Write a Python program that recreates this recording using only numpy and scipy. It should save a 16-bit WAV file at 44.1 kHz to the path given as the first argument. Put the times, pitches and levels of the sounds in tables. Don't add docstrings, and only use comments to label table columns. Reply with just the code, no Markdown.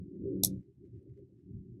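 import sys
import numpy as np
from scipy import signal
from scipy.fft import rfft, irfft
from scipy.io import wavfile
from scipy.ndimage import uniform_filter1d

SR = 44100
rng = np.random.default_rng(int(sys.argv[2]) if len(sys.argv) > 2 else 0)


def unload_audio(sound):
    columns = np.transpose(np.atleast_2d(sound))
    steps = np.round(np.clip(columns, -1, 1) * 32767)
    wavfile.write(sys.argv[1], SR, steps.astype(np.int16))


N = 79380
T = np.arange(N) / SR

# (frequency [Hz], T60 [s])
ROOM_T60 = [(300, .25), (800, .13), (2000, .13), (3500, .1), (8000, .08), (15000, .064)]
# (frequency [Hz], level [dB])
CRINKLE_SPECTRUM = [(500, -14), (1200, -3.5), (1900, 2), (2600, -1), (3600, -6), (8000, -9.5),
                    (12000, -17.5), (16000, -25.5)]


def amp(db):
    return 10 ** (np.asarray(db) / 20)


def at_frequency(points, hz):
    frequencies, values = np.transpose(points)
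    return np.interp(np.log(hz + 1), np.log(frequencies + 1), values)


def add(mix, start_s, sound):
    part = mix[round(start_s * SR):][:len(sound)]
    part += sound[:len(part)]


def coloured(x, spectrum, size=4096):
    log_gain = np.log(amp(at_frequency(spectrum, abs(np.fft.fftfreq(size, 1 / SR)))))
    taps = np.fft.ifft(np.exp(np.conj(signal.hilbert(log_gain)))).real[:size // 2]
    return signal.fftconvolve(x, taps / np.linalg.norm(taps))[:len(x)]


def snap(decay_s, size=512):
    burst = rng.standard_normal(size) * np.exp(-T[:size] / decay_s)
    spectrum = rfft(burst, 2 * size)
    return irfft(spectrum / (abs(spectrum) + 1e-12))[:size] * np.sqrt(decay_s * SR / 2)


def reverberation(x, t60s, delay_s=.006):
    hz, t, bands = signal.stft(rng.standard_normal(SR // 2), SR, nperseg=128)
    tail = signal.istft(bands * amp(-60 * t / at_frequency(t60s, hz)[:, None]), SR)[1]
    tail *= np.clip(T[:len(tail)] / delay_s - .5, 0, 1)
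    return signal.fftconvolve(x, tail / np.linalg.norm(tail))[:N]


def room_hush():
    # (frequency [Hz], level [dB])
    spectrum = [(100, 0), (720, 2.5), (1100, -8.5), (2400, -10.5), (7300, -14), (16000, -22.5)]
    return amp(-93.5) * coloured(rng.standard_normal(N), spectrum)


def crinkles(ticks_per_s=1600, snap_s=.00026, decay_cycles=2.7):
    # (centre time [s], duration [s], level [dB])
    touches = [(0.612, 0.057, -99), (.86, 0.029, -93.5), (0.973, 0.1, -97.5), (1.177, 0.061, -98),
               (1.388, 0.061, -101)]
    # (time [s], level [dB], frequency [Hz])
    creases = [(.158, -78, 1867), (.630, -80, 2030), (0.852, -77.5, 2390), (0.943, -78.5, 2400),
               (.968, -84, 2210), (1.029, -80.5, 8850), (1.097, -76.5, 2100), (1.139, -79, 1950),
               (1.176, -73, 2100), (1.190, -75.5, 10800), (1.396, -82.5, 1750), (1.575, -88, 7320),
               (1.733, -87, 7000)]
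    swells = sum(amp(db) * np.exp(-(2 * (T - s) / length) ** 2) for s, length, db in touches)
    ticks = (rng.random(N) < ticks_per_s / SR) * rng.standard_normal(N)
    clicks = (amp(-106) + swells) * ticks / np.sqrt(np.mean(ticks ** 2) + 1e-30)
    rings, t = np.zeros(N), T[:SR // 20]
    for start, db, hz in creases:
        add(clicks, start, amp(db) * snap(snap_s))
        ring_s = decay_cycles / hz
        ring = np.exp(-t / ring_s) * np.sin(2 * np.pi * hz * t)
        add(rings, start, amp(db - .5) * np.sqrt(2 * snap_s / ring_s) * ring)
    direct = coloured(clicks, CRINKLE_SPECTRUM) + rings
    return direct + amp(-9) * reverberation(direct, ROOM_T60)


def noise_band(levels, spectrum, modes=(), window=2200):
    hz = np.fft.rfftfreq(N, 1 / SR)
    peaks_db = sum(db / (1 + (2 * (hz - centre) / width) ** 2) for centre, width, db in modes)
    gain = amp(at_frequency(spectrum, hz) + peaks_db)
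    skirt = 1 / (1 + (hz / spectrum[-1][0]) ** 8)
    noise = irfft(rfft(rng.standard_normal(N)) * gain * skirt, N)
    power = uniform_filter1d(uniform_filter1d(noise ** 2, window), window // 2)
    level_db = uniform_filter1d(np.interp(T, *np.transpose(levels)), window // 8)
    return noise / np.sqrt(power) * amp(level_db)


def sheet_rumble():
    # (time [s], level [dB])
    bass = [(0.0, -45.5), (0.14, -66), (0.26, -40), (0.294, -52.5), (0.354, -40.5), (.43, -36),
            (0.496, -44.5), (0.52, -51), (0.56, -43), (0.59, -47), (0.646, -76), (0.686, -60), (0.736, -73),
            (.78, -61.5), (.89, -61), (.93, -51), (0.98, -48), (1.022, -70.5), (1.128, -47), (1.158, -62),
            (1.252, -57.5), (1.288, -69.5), (1.368, -61.5), (1.412, -69), (1.554, -45), (1.598, -48.5),
            (1.618, -59), (1.68, -61.5), (1.712, -46), (1.8, -64.5)]
    low_mid = [(0.0, -42.5), (0.114, -58), (0.194, -44), (0.314, -46.5), (0.36, -48), (0.5, -43.5),
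               (0.6, -50.5), (0.63, -68), (0.756, -74.5), (0.792, -63.5), (0.986, -61), (1.012, -68.5),
               (1.252, -65.5), (1.288, -73.5), (1.332, -63.5), (1.422, -71), (1.508, -49), (1.8, -60.5)]
    mid = [(0.0, -57), (0.144, -47.5), (0.184, -51.5), (0.264, -39), (0.35, -33.5), (0.38, -39.5),
           (0.566, -47.5), (0.64, -64.5), (0.7, -64), (0.748, -83), (.8, -63.5), (0.846, -53.5),
           (0.905, -68.5), (0.952, -56), (1.036, -64.5), (1.066, -56.5), (1.16, -67), (1.21, -53),
           (1.268, -67.5), (1.458, -64), (1.488, -56.5), (1.584, -62.5), (1.8, -57)]
    # (frequency [Hz], level [dB])
    bass_spectrum = [(20, -37), (38, -22.5), (58, -9), (80, -4.5), (98, -1), (110, -1), (125, 7), (145, -9),
                     (190, -40)]
    low_mid_spectrum = [(115, -40.5), (150, -7), (167, -1), (190, -1), (215, -5.5), (250, -9.5), (300, -43)]
    mid_spectrum = [(215, -42), (270, -8), (400, -7), (418, -16), (440, -29.5), (475, -54)]
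    # (frequency [Hz], bandwidth [Hz], gain [dB])
    modes = [(281.7, 26, 8.5), (317, 7.4, 4), (343.6, 27, 7), (387.9, 20, 8)]
    # (time [s], gain [dB])
    squeeze = [(.24, 0), (.31, -5.5), (.56, -3.5), (.62, -1), (.7, 1)]
    rumble = noise_band(bass, bass_spectrum) + noise_band(low_mid, low_mid_spectrum)
    rumble += noise_band(mid, mid_spectrum, modes)
    return rumble * amp(np.interp(T, *np.transpose(squeeze)))


def finger_rub():
    # (time [s], level [dB])
    levels = [(0, -67.5), (.06, -87), (.15, -72), (.19, -73.5), (.26, -56), (.29, -65.5), (.344, -54),
              (.386, -60), (.53, -61), (.6, -78), (.68, -100), (.79, -99.5), (.87, -79), (.94, -91),
              (1.05, -71.5), (1.15, -91), (1.19, -68.5), (1.265, -94.5), (1.305, -75), (1.36, -98.5),
              (1.72, -101), (1.78, -78)]
    # (frequency [Hz], level [dB])
    spectrum = [(390, -29), (445, 3.5), (490, -1.5), (535, -1), (590, -8.5), (630, -24.5), (720, -30),
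                (900, -49.5)]
    return noise_band(levels, spectrum)


def sheet_hum(rise_s=.044, fall_s=.053, waver_depth=.01, waver_points=60):
    # (start [s], end [s], frequency [Hz], level [dB])
    tones = [(.14, 0.16, 186, -44.5), (0.38, .605, 62.5, -56), (0.232, .595, 125, -46.5),
             (.335, 0.542, 188.5, -41), (.52, .6, 187, -46.5), (0.313, 0.38, 284, -41),
             (0.38, 0.543, 284, -51), (0.314, 0.368, 355, -41), (0.368, 0.572, 300, -52),
             (0.251, 0.308, 393, -39), (0.317, .55, 383, -52.5), (0.2235, 0.365, 437, -52.5),
             (.235, 0.369, 530, -58.5), (0.68, 0.7106, 395, -62), (1.178, 1.228, 397, -52.5)]
    hum = np.zeros(N)
    for start, end, hz, db in tones:
        gate = np.clip((T - start) / rise_s + .5, 0, 1) * np.clip((end - T) / fall_s + .5, 0, 1)
        waver = np.interp(T, np.linspace(0, T[-1], waver_points), rng.standard_normal(waver_points))
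        cycles = np.cumsum(hz * (1 + waver_depth * waver)) / SR + rng.random()
        hum += amp(db) * np.sqrt(2) * np.sin(np.pi / 2 * gate) ** 2 * np.sin(2 * np.pi * cycles)
    return hum


def air_puff(start_s=.4335, rise_s=.0028):
    # (frequency [Hz], level [dB], T60 [s])
    partials = [(469.5, -33, .022), (640, -29.5, 0.021), (777.3, -30, 0.017), (1300, -46.5, 0.018),
                (2530, -28, 0.0088), (2764, -38.5, .01)]
    puff, t = np.zeros(N), T[:SR // 10]
    attack = 1 - np.exp(-(t / rise_s) ** 2)
    for k, (hz, db, t60) in enumerate(partials):
        add(puff, start_s, (-1) ** k * amp(db - 60 * t / t60) * attack * np.sin(2 * np.pi * hz * t))
    return puff


def film_cracks():
    # (time [s], level [dB], decay time constant [s], low cutoff [Hz])
    tears = [(0.434, -30, .001, 1010), (0.4363, -11.5, .0005, 298.7), (.4373, -13, .0003, 988),
             (0.4373, -25.5, 0.0014, 4010), (0.446, -18.5, .0006, 5998), (0.446, -20, .0003, 5994),
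             (.4480, -8.5, .0004, 6426), (0.4483, -9.5, .0004, 6503)]
    cracks = np.zeros(N)
    for start, db, decay_s, cutoff_hz in tears:
        high_pass = signal.butter(2, cutoff_hz, "high", fs=SR, output="sos")
        add(cracks, start, amp(db) * signal.sosfilt(high_pass, snap(decay_s)))
    return cracks


def film_ringing(burst):
    # (frequency [Hz], level [dB], T60 [s])
    modes = [(5700, -34.5, .007), (8240, -28.5, 0.015), (11650, -28, 0.018)]
    t = T[:SR // 10]
    response = sum(amp(db - 60 * t / t60) * np.cos(2 * np.pi * hz * t) for hz, db, t60 in modes)
    response[0] += 1
    return signal.fftconvolve(burst, response / np.linalg.norm(response))[:N]


def pop():
    # (frequency [Hz], level [dB])
    crack_spectrum = [(300, -24.5), (780, -26), (980, -37.5), (2100, -39), (2420, -18), (3080, -27),
                      (3380, 3), (5600, 2.5), (9500, 1), (12300, 3.5), (13300, -10), (14000, -7.5),
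                      (15600, -14), (16100, -37.5)]
    # (delay [s], gain [dB])
    echoes = [(.0087, -20.5), (.0098, -19.5), (0.0134, -24.5), (.0175, -24.5), (.021, -22.5), (0.0248, -24)]
    cracks, puff = film_cracks(), air_puff()
    burst = coloured(cracks, crack_spectrum)
    early = puff + film_ringing(burst)
    for delay_s, db in echoes:
        add(early, delay_s, amp(db) * burst)
    late_tail = reverberation(coloured(cracks, CRINKLE_SPECTRUM), t60s=[(1000, .38)])
    tail = reverberation(burst + amp(-2.5) * puff, ROOM_T60)
    return early + amp(-11) * tail + amp(-44) * late_tail


def scene():
    return (room_hush() + sheet_rumble() + finger_rub() + sheet_hum() + pop() + crinkles())[None]


def record(dry):
    cutoff_hz = 16200
    low_pass = signal.firwin(511, cutoff_hz, window=("kaiser", 9), fs=SR)
    return signal.oaconvolve(dry, low_pass[None], "same")


dry = scene()
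out = record(dry)
unload_audio(out)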